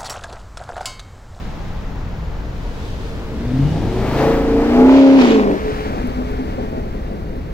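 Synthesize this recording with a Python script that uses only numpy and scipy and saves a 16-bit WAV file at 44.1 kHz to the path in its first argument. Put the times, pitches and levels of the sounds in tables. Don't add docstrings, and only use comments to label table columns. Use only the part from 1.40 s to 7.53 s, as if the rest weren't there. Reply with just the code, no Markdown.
import sys
import numpy as np
from scipy import signal
from scipy.fft import rfft, irfft, next_fast_len
from scipy.io import wavfile
from scipy.ndimage import uniform_filter1d, map_coordinates

SR = 44100
rng = np.random.default_rng(int(sys.argv[2]) if len(sys.argv) > 2 else 0)


def inscribe(sig):
    pcm = np.round(np.clip(np.atleast_2d(sig).T, -1, 1) * 32767)
    wavfile.write(sys.argv[1], SR, pcm.astype(np.int16))


N = 270330
TIME = np.arange(N) / SR
# t/s, lead of the left port/ms, left over right/dB
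BEARING = [(0, -0.079, 4.5), (1.5, -0.27, 0), (2.25, 0.0089, 2), (3.25, 0.098, 0.9), (3.75, 0.1863, -0.3),
           (4.25, 0.42, 1), (4.75, 0.49, 2), (6.13, 0.48, 1)]


def amp(db):
    return 10 ** (np.asarray(db) / 20)


def unit(x):
    return x / np.sqrt(np.mean(x ** 2) + 1e-20)


def along(points, hz):
    f, v = np.transpose(points)
    return np.interp(np.log(hz + 1), np.log(f + 1), v)


def curves(rows):
    s, *cols = np.transpose(rows)
    return [np.interp(TIME, s, c) for c in cols]


def during(start, end, fade):
    return np.exp(-np.abs(TIME - np.clip(TIME, start, end)) / fade)


def swell(s, rise, fall, db):
    return amp(db) * np.exp(-.5 * ((TIME - s) / np.where(TIME < s, rise, fall)) ** 2)


def wobble(rate):
    coarse = TIME[::64]
    curve = map_coordinates(rng.standard_normal(2048), [coarse * rate], mode="wrap")
    return np.interp(TIME, coarse, curve)


def filtered(x, gain):
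    m = next_fast_len(N + 8192)
    return irfft(rfft(x, m) * gain(np.fft.rfftfreq(m, 1 / SR)), m)[..., :N]


def noise(spectrum, gate=1):
    return unit(filtered(gate * rng.standard_normal(N), lambda hz: amp(along(spectrum, hz))))


def tick(s, db, pitch_hz):
    snap = (TIME >= s) * during(s, s, fade=0.0013) * rng.standard_normal(N)
    return amp(db) * filtered(snap, lambda hz: unit(amp(-21 * np.abs(np.log2((hz + 1) / pitch_hz)))))


def air(spectrum, apart):
    return unit(noise(spectrum) + apart * np.array([noise(spectrum), noise(spectrum)]))


def ports(x, scatter=0):
    shift = curves(BEARING)[0] / 1000 * SR / 2
    direct = np.array([map_coordinates(x[0], [np.arange(N) + side * shift]) for side in (1, -1)])
    return direct if len(x) == 1 else (direct + scatter * np.array(x[1:])) / np.hypot(1, scatter)


def drive_by(pass_s=3.737, closest_m=2.42, car_m_per_s=9.1):
    past_m = car_m_per_s * (TIME - pass_s)
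    distance_m = np.hypot(closest_m, past_m)
    return closest_m / distance_m, 1 - car_m_per_s / 343 * past_m / distance_m


def surroundings():
    # f/Hz, level/dB
    hush_colour = [(60, 0.5), (250, 7), (500, 9.5), (900, -12.5), (1500, -10.5), (2800, -27), (4500, -21.5),
                   (7000, -41), (9000, -64.5), (16000, -51)]
    traffic_colour = [(300, -42.5), (600, 0), (850, 1), (1300, -5), (2500, -13), (7000, -26),
                      (12000, -69.5)]
    leaf_colour = [(1500, -18.5), (2700, -11), (3500, -9.5), (4700, -13.5), (6500, -19.5), (9000, -26.5),
                   (16000, -37.5)]
    # t/s, rise/s, fall/s, level/dB
    gusts = [(.1, 0.54, 0.317, -50), (1.6, 0.38, 0.1, -46), (2.45, 0.45, 0.57, -42.5)]
    hush = amp(-40.5 + wobble(1.6)) * air(hush_colour, apart=0.93)
    traffic = amp(-38.5 - 1.62 * TIME) * air(traffic_colour, apart=1.0)
    rustle = sum(swell(*row) for row in gusts) * amp(-0.5 + 0.97 * wobble(12))
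    leaves = rustle * air(leaf_colour, apart=3.5)
    return (hush + traffic + leaves) * amp([[.6], [-.6]])


def bird():
    # t/s, rise and fall/s, f/Hz, level/dB
    chirps = [(2.283, 0.045, 2910, -44)]
    return sum(swell(s, half, half, db) * np.sin(2 * np.pi * hz * TIME + 2 * wobble(200))
               for s, half, hz, db in chirps)


def wind():
    # f/Hz, level/dB
    rumble = [(8, -6), (22, 2), (40, 1.5), (58, 1.5), (80, -3.5), (130, -7.5), (220, -11), (400, -30.5),
              (1500, -68)]
    return amp(-24.5 + 0.39 * wobble(0.68)) * air(rumble, apart=0.23) * amp([[.5], [-.5]])


def lot_reverb(x):
    # f/Hz, time to fall 60 dB/s
    decay = [(100, 0.31), (500, 0.81), (2000, 0.16), (10000, 0.099)]
    hz, t, bins = signal.stft(rng.standard_normal((2, SR)), SR, nperseg=256)
    tail = signal.istft(bins * amp(-60 * t / along(decay, hz)[:, None]), SR, nperseg=256)[1]
    late = np.pad(x.mean(axis=0), (1200, 0))[None]
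    return amp(-18) * signal.fftconvolve(late, tail / np.linalg.norm(tail[0]), axes=1)[:, :N]


def parked_cars_echo(x, delay_s=.16, dull_hz=900):
    return amp(-19) * filtered(x, lambda hz: np.exp(-2j * np.pi * hz * delay_s) / (1 + (hz / dull_hz) ** 2))


def tyres(near, diffuse_hz=5360):
    # f/Hz, level/dB
    roar_colour = [(100, -43), (400, 5), (900, 7), (1400, 4.5), (2200, 1), (3200, -6), (4700, -9.5),
                   (7000, -18), (9000, -25), (16000, -30.5)]
    hiss_colour = [(2000, -28), (6000, -14.5), (10000, -4.5), (13000, 0), (16000, 1.5)]
    # t/s, level/dB, f/Hz
    grit = [(3.907, -12, 3200), (4.673, -38.5, 11000), (4.915, -40, 14000)]
    scrub = swell(2.86, 0.17, 0.115, 0)
    spread = 0.42 + 0.82 * near ** 2
    crossover = lambda hz: np.arctan((hz / diffuse_hz) ** 2)
    aimed = ports([noise(roar_colour) for _ in range(3)], scatter=spread)
    diffuse = np.array([noise(roar_colour), noise(roar_colour)])
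    roar = filtered(aimed, lambda hz: np.cos(crossover(hz)))
    roar += filtered(diffuse, lambda hz: np.sin(crossover(hz)))
    roar *= np.hypot(amp(-22) * near ** 1.16, amp(-26.5) * scrub) * amp(0.57 * wobble(19))
    grain = amp(1.7 * wobble(280))
    hiss = ports([noise(hiss_colour, grain) for _ in range(3)], scatter=3.9)
    hiss *= np.hypot(amp(-50.5) * near ** 0.52, amp(-46.5) * scrub)
    stones = sum(tick(*row) for row in grit)
    return roar * amp([[.4], [-.4]]) + hiss * amp([[1.6], [-1.6]]) + ports([stones])


def pipe(hz, ring):
    # f/Hz, level/dB
    muffler = [(30, -36), (100, -16.5), (200, -5.5), (380, -8), (560, -6), (680, -8), (850, -9),
               (1050, -14.5), (1250, -17.5), (2000, -21.5), (4000, -68.5)]
    # f/Hz, width/Hz, level/dB
    resonances = [(275.4, 99, 8), (368, 52, 4), (438.1, 35.4, 11), (532.4, 14, 5), (673, 23, 4.5),
                  (798, 22, 6)]
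    peaks_db = sum(db / (1 + (2 * (hz - centre) / width) ** 2) for centre, width, db in resonances)
    return amp(along(muffler, hz) + ring * peaks_db)


def swept_pipe(hz, ring):
    return np.interp(TIME, TIME[::64], pipe(hz[::64], ring))


def tone(cycle, order, drift):
    return np.sqrt(2) * np.sin(2 * np.pi * (order * cycle + rng.random()) + drift * wobble(22))


def firings(cycle, sharpness):
    count, age = np.divmod(8 * cycle, 1)
    size_db = 3 * rng.standard_normal(4096)
    return amp(size_db[count.astype(int)]) * np.exp(-sharpness * age)


def gas_jet(cycle):
    # f/Hz, level/dB
    colour = [(200, -22), (900, 1.5), (1700, 0), (2500, 3), (4500, -6), (7000, -15.5), (9000, -30.5),
              (16000, -33)]
    # t/s, rise/s, fall/s, level/dB
    blasts = [(3.605, 0.068, 0.13, -19), (3.807, 0.018, 0.025, -22), (3.875, 0.061, 0.08, -18.5)]
    surge = 1 + firings(cycle, sharpness=0.65)
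    hiss = ports([noise(colour, surge) for _ in range(3)], scatter=1.61)
    return sum(swell(*row) for row in blasts) * hiss


def cracks():
    # t/s, level/dB
    snaps = [(3.229, -10), (3.856, -8), (3.89, -7)]
    return sum(tick(s, db, pitch_hz=900) for s, db in snaps)


def bark(cycle):
    # f/Hz, level/dB
    colour = [(250, -29.5), (600, 0.5), (1000, 15), (1600, -1), (2400, 1.5), (5000, -41.5), (12000, -65)]
    beat = lambda turns: np.diff(np.floor(turns), prepend=np.floor(turns[0]))
    blows = (beat(cycle) + amp(-11.5) * beat(cycle + .5)) * amp(2.8 * wobble(40))
    return during(3.48, 4.7, fade=.03) * unit(filtered(blows, lambda hz: amp(along(colour, hz))))


def puffs(cycle, load):
    turbulence = firings(cycle, sharpness=0.9) * rng.standard_normal(N)
    return amp(4.6 - 13.3 * load) * unit(filtered(turbulence, lambda hz: pipe(hz, ring=0.69)))


def lope(cycle, speed, near, smooth_hz=30):
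    shake = unit(sum(tone(cycle, order, drift=.8) for order in (1, 2, 3)))
    return 1 + 0.52 * np.maximum(1 - (speed / smooth_hz) ** 2, 0) * (1 - near) * shake


def booms(cycle, car_hz, load, near, leading, drone_order):
    # t/s, rise/s, fall/s, level/dB, order
    swells = [(1.9, 0.48, 0.063, -42, 31), (2.19, 0.078, 0.1336, -18, 8), (2.185, 0.12, 0.028, -22.5, 16),
              (2.57, 0.079, 0.056, -27, 16), (2.62, 0.31, 0.23, -24.5, 5), (2.61, .17, .15, -27.5, 9),
              (2.83, 0.025, .03, -24, 20), (2.89, 0.069, 0.042, -24.5, 16), (2.86, 0.052, 0.2, -30.5, 19),
              (3.215, 0.1, 0.096, -24.5, 10), (3.15, 0.05, 0.079, -25.5, 16), (3.21, .06, 0.072, -29, 24),
              (3.41, .04, .07, -24, 26), (3.6, .08, 0.1, -16, 18), (3.39, 0.059, 0.072, -21.5, 22),
              (3.66, 0.073, 0.085, -10, 16), (3.672, 0.16, 0.14, 0, 8), (3.66, 0.032, .045, -15.5, 24),
              (3.935, 0.018, 0.043, -9, 16), (3.97, 0.055, 0.031, -13, 10), (4.03, 0.057, 0.083, -22, 8),
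              (4.08, 0.035, 0.061, -19, 16), (4.1, .03, 0.032, -19, 22), (4.28, 0.042, 0.042, -22, 18),
              (3.6, 0.14, 0.2, -25.5, 12)]
    # t/s, level/dB
    late_burns = [(4.115, -17), (4.645, -20), (4.775, -21.5), (5.01, -22.5)]
    gains = {order: amp(db) * load * near * swept_pipe(order * car_hz, ring=1.754)
             for order, db in leading.items()}
    for *shape, order in swells:
        gains[round(order)] = gains.get(round(order), 0) + swell(*shape)
    for s, db in late_burns:
        gains[drone_order] = gains.get(drone_order, 0) + swell(s, 0.0082, 0.0152, db)
    flicker_db = .3 + 1.8 * (1 - near) ** 2
    drift = .05 + .25 * (1 - near) ** 2 + .4 * (1 - load)
    return sum(gain * amp(flicker_db * wobble(25)) * tone(cycle, order, drift)
               for order, gain in gains.items())


def burble(cycle, car_hz, load, leading, drone_order):
    # order, level/dB
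    favoured = [(6, 3), (7, -2), (9, 5.5), (11, 5), (12, 2), (18, 1.5), (20, 3.5), (26, 3), (34, 2)]
    favour_db = {round(order): db for order, db in favoured}
    ring = 1 - 0.17 * load[::64]
    shares = {order: 1 - load for order in leading}
    shares[drone_order] = amp(5 - 2 * load)
    total = np.zeros(N)
    for order in range(3, 48):
        gain = shares.get(order, 1) * amp(favour_db.get(order, 0) + (3.6 - 1.1 * load) * wobble(12))
        total += gain * swept_pipe(order * car_hz, ring) * tone(cycle, order, drift=.6 - .47 * load)
    return total


def engine(near, doppler, open_s=2.12, lift_s=4.13, drone_order=12):
    # t/s, cycle rate/Hz
    revs = [(0, 14.34), (2.0, 14.2), (2.19, 16.8), (2.3, 19.2), (2.65, 24.6), (2.8, 27.3), (2.92, 28.4),
            (3.06, 28.2), (3.17, 28.1), (3.3, 29.9), (3.498, 33.22), (3.57, 34.0), (3.706, 33.7),
            (3.775, 34), (3.808, 31.6), (3.98, 26.7), (4.13, 24.15), (4.45, 23.5), (4.65, 20.6), (5, 21.6),
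            (5.5, 18.7), (6.13, 14.8)]
    # t/s, level/dB
    effort = [(0, -36.5), (1.2, -29), (2.1, -24), (2.7, -16), (2.83, -11), (3.0, -18.5), (3.28, -21.5),
              (3.39, -17), (3.6, -13.5), (3.9, -14.5), (4.12, -18), (4.2, -27.5), (5.2, -20.5), (6.13, -24)]
    # order, level ahead of the pipe/dB
    clean_orders = [(8, -20.5), (10, -24), (14, -23.5), (16, -26.5)]
    leading = {round(order): db for order, db in clean_orders}
    speed, = curves(revs)
    car_hz = speed / doppler
    load = during(open_s, lift_s, fade=0.022)
    unevenness = .001 + .004 * (1 - load)
    cycle = np.cumsum(speed * (1 + unevenness * wobble(30))) / SR
    cycle -= np.interp(3.555, TIME, cycle)
    boom = booms(cycle, car_hz, load, near, leading, drone_order) * lope(cycle, speed, near)
    body = burble(cycle, car_hz, load, leading, drone_order) + puffs(cycle, load)
    stumble_db = (3.4 - 2 * load * speed / speed.max()) * np.tanh(wobble(28))
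    level = near * amp(curves(effort)[0] - 7.5)
    exhaust = boom + level * (amp(stumble_db) * body + bark(cycle))
    jet = gas_jet(cycle)
    exhaust += cracks()
    return ports([exhaust + parked_cars_echo(exhaust)]) + jet


def scene():
    near, doppler = drive_by()
    car = engine(near, doppler) + tyres(near)
    left_db = curves(BEARING)[1]
    return car * amp([left_db / 2, -left_db / 2]) + lot_reverb(car) + wind() + surroundings() + bird()


def record(dry, limit_db=-6.2, recover_db_per_s=14, top_hz=15900):
    power = np.abs(uniform_filter1d(np.mean(dry ** 2, axis=0), size=1024))
    over_db = np.maximum(10 * np.log10(power + 1e-12) - limit_db, 0)
    recovery_db = recover_db_per_s * TIME
    held = dry * amp(recovery_db - np.maximum.accumulate(over_db + recovery_db))
    rounded = held / (1 + np.abs(held) ** 10) ** (1 / 10)
    return filtered(rounded, lambda hz: hz < top_hz)


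dry = scene()
out = record(dry)
inscribe(out)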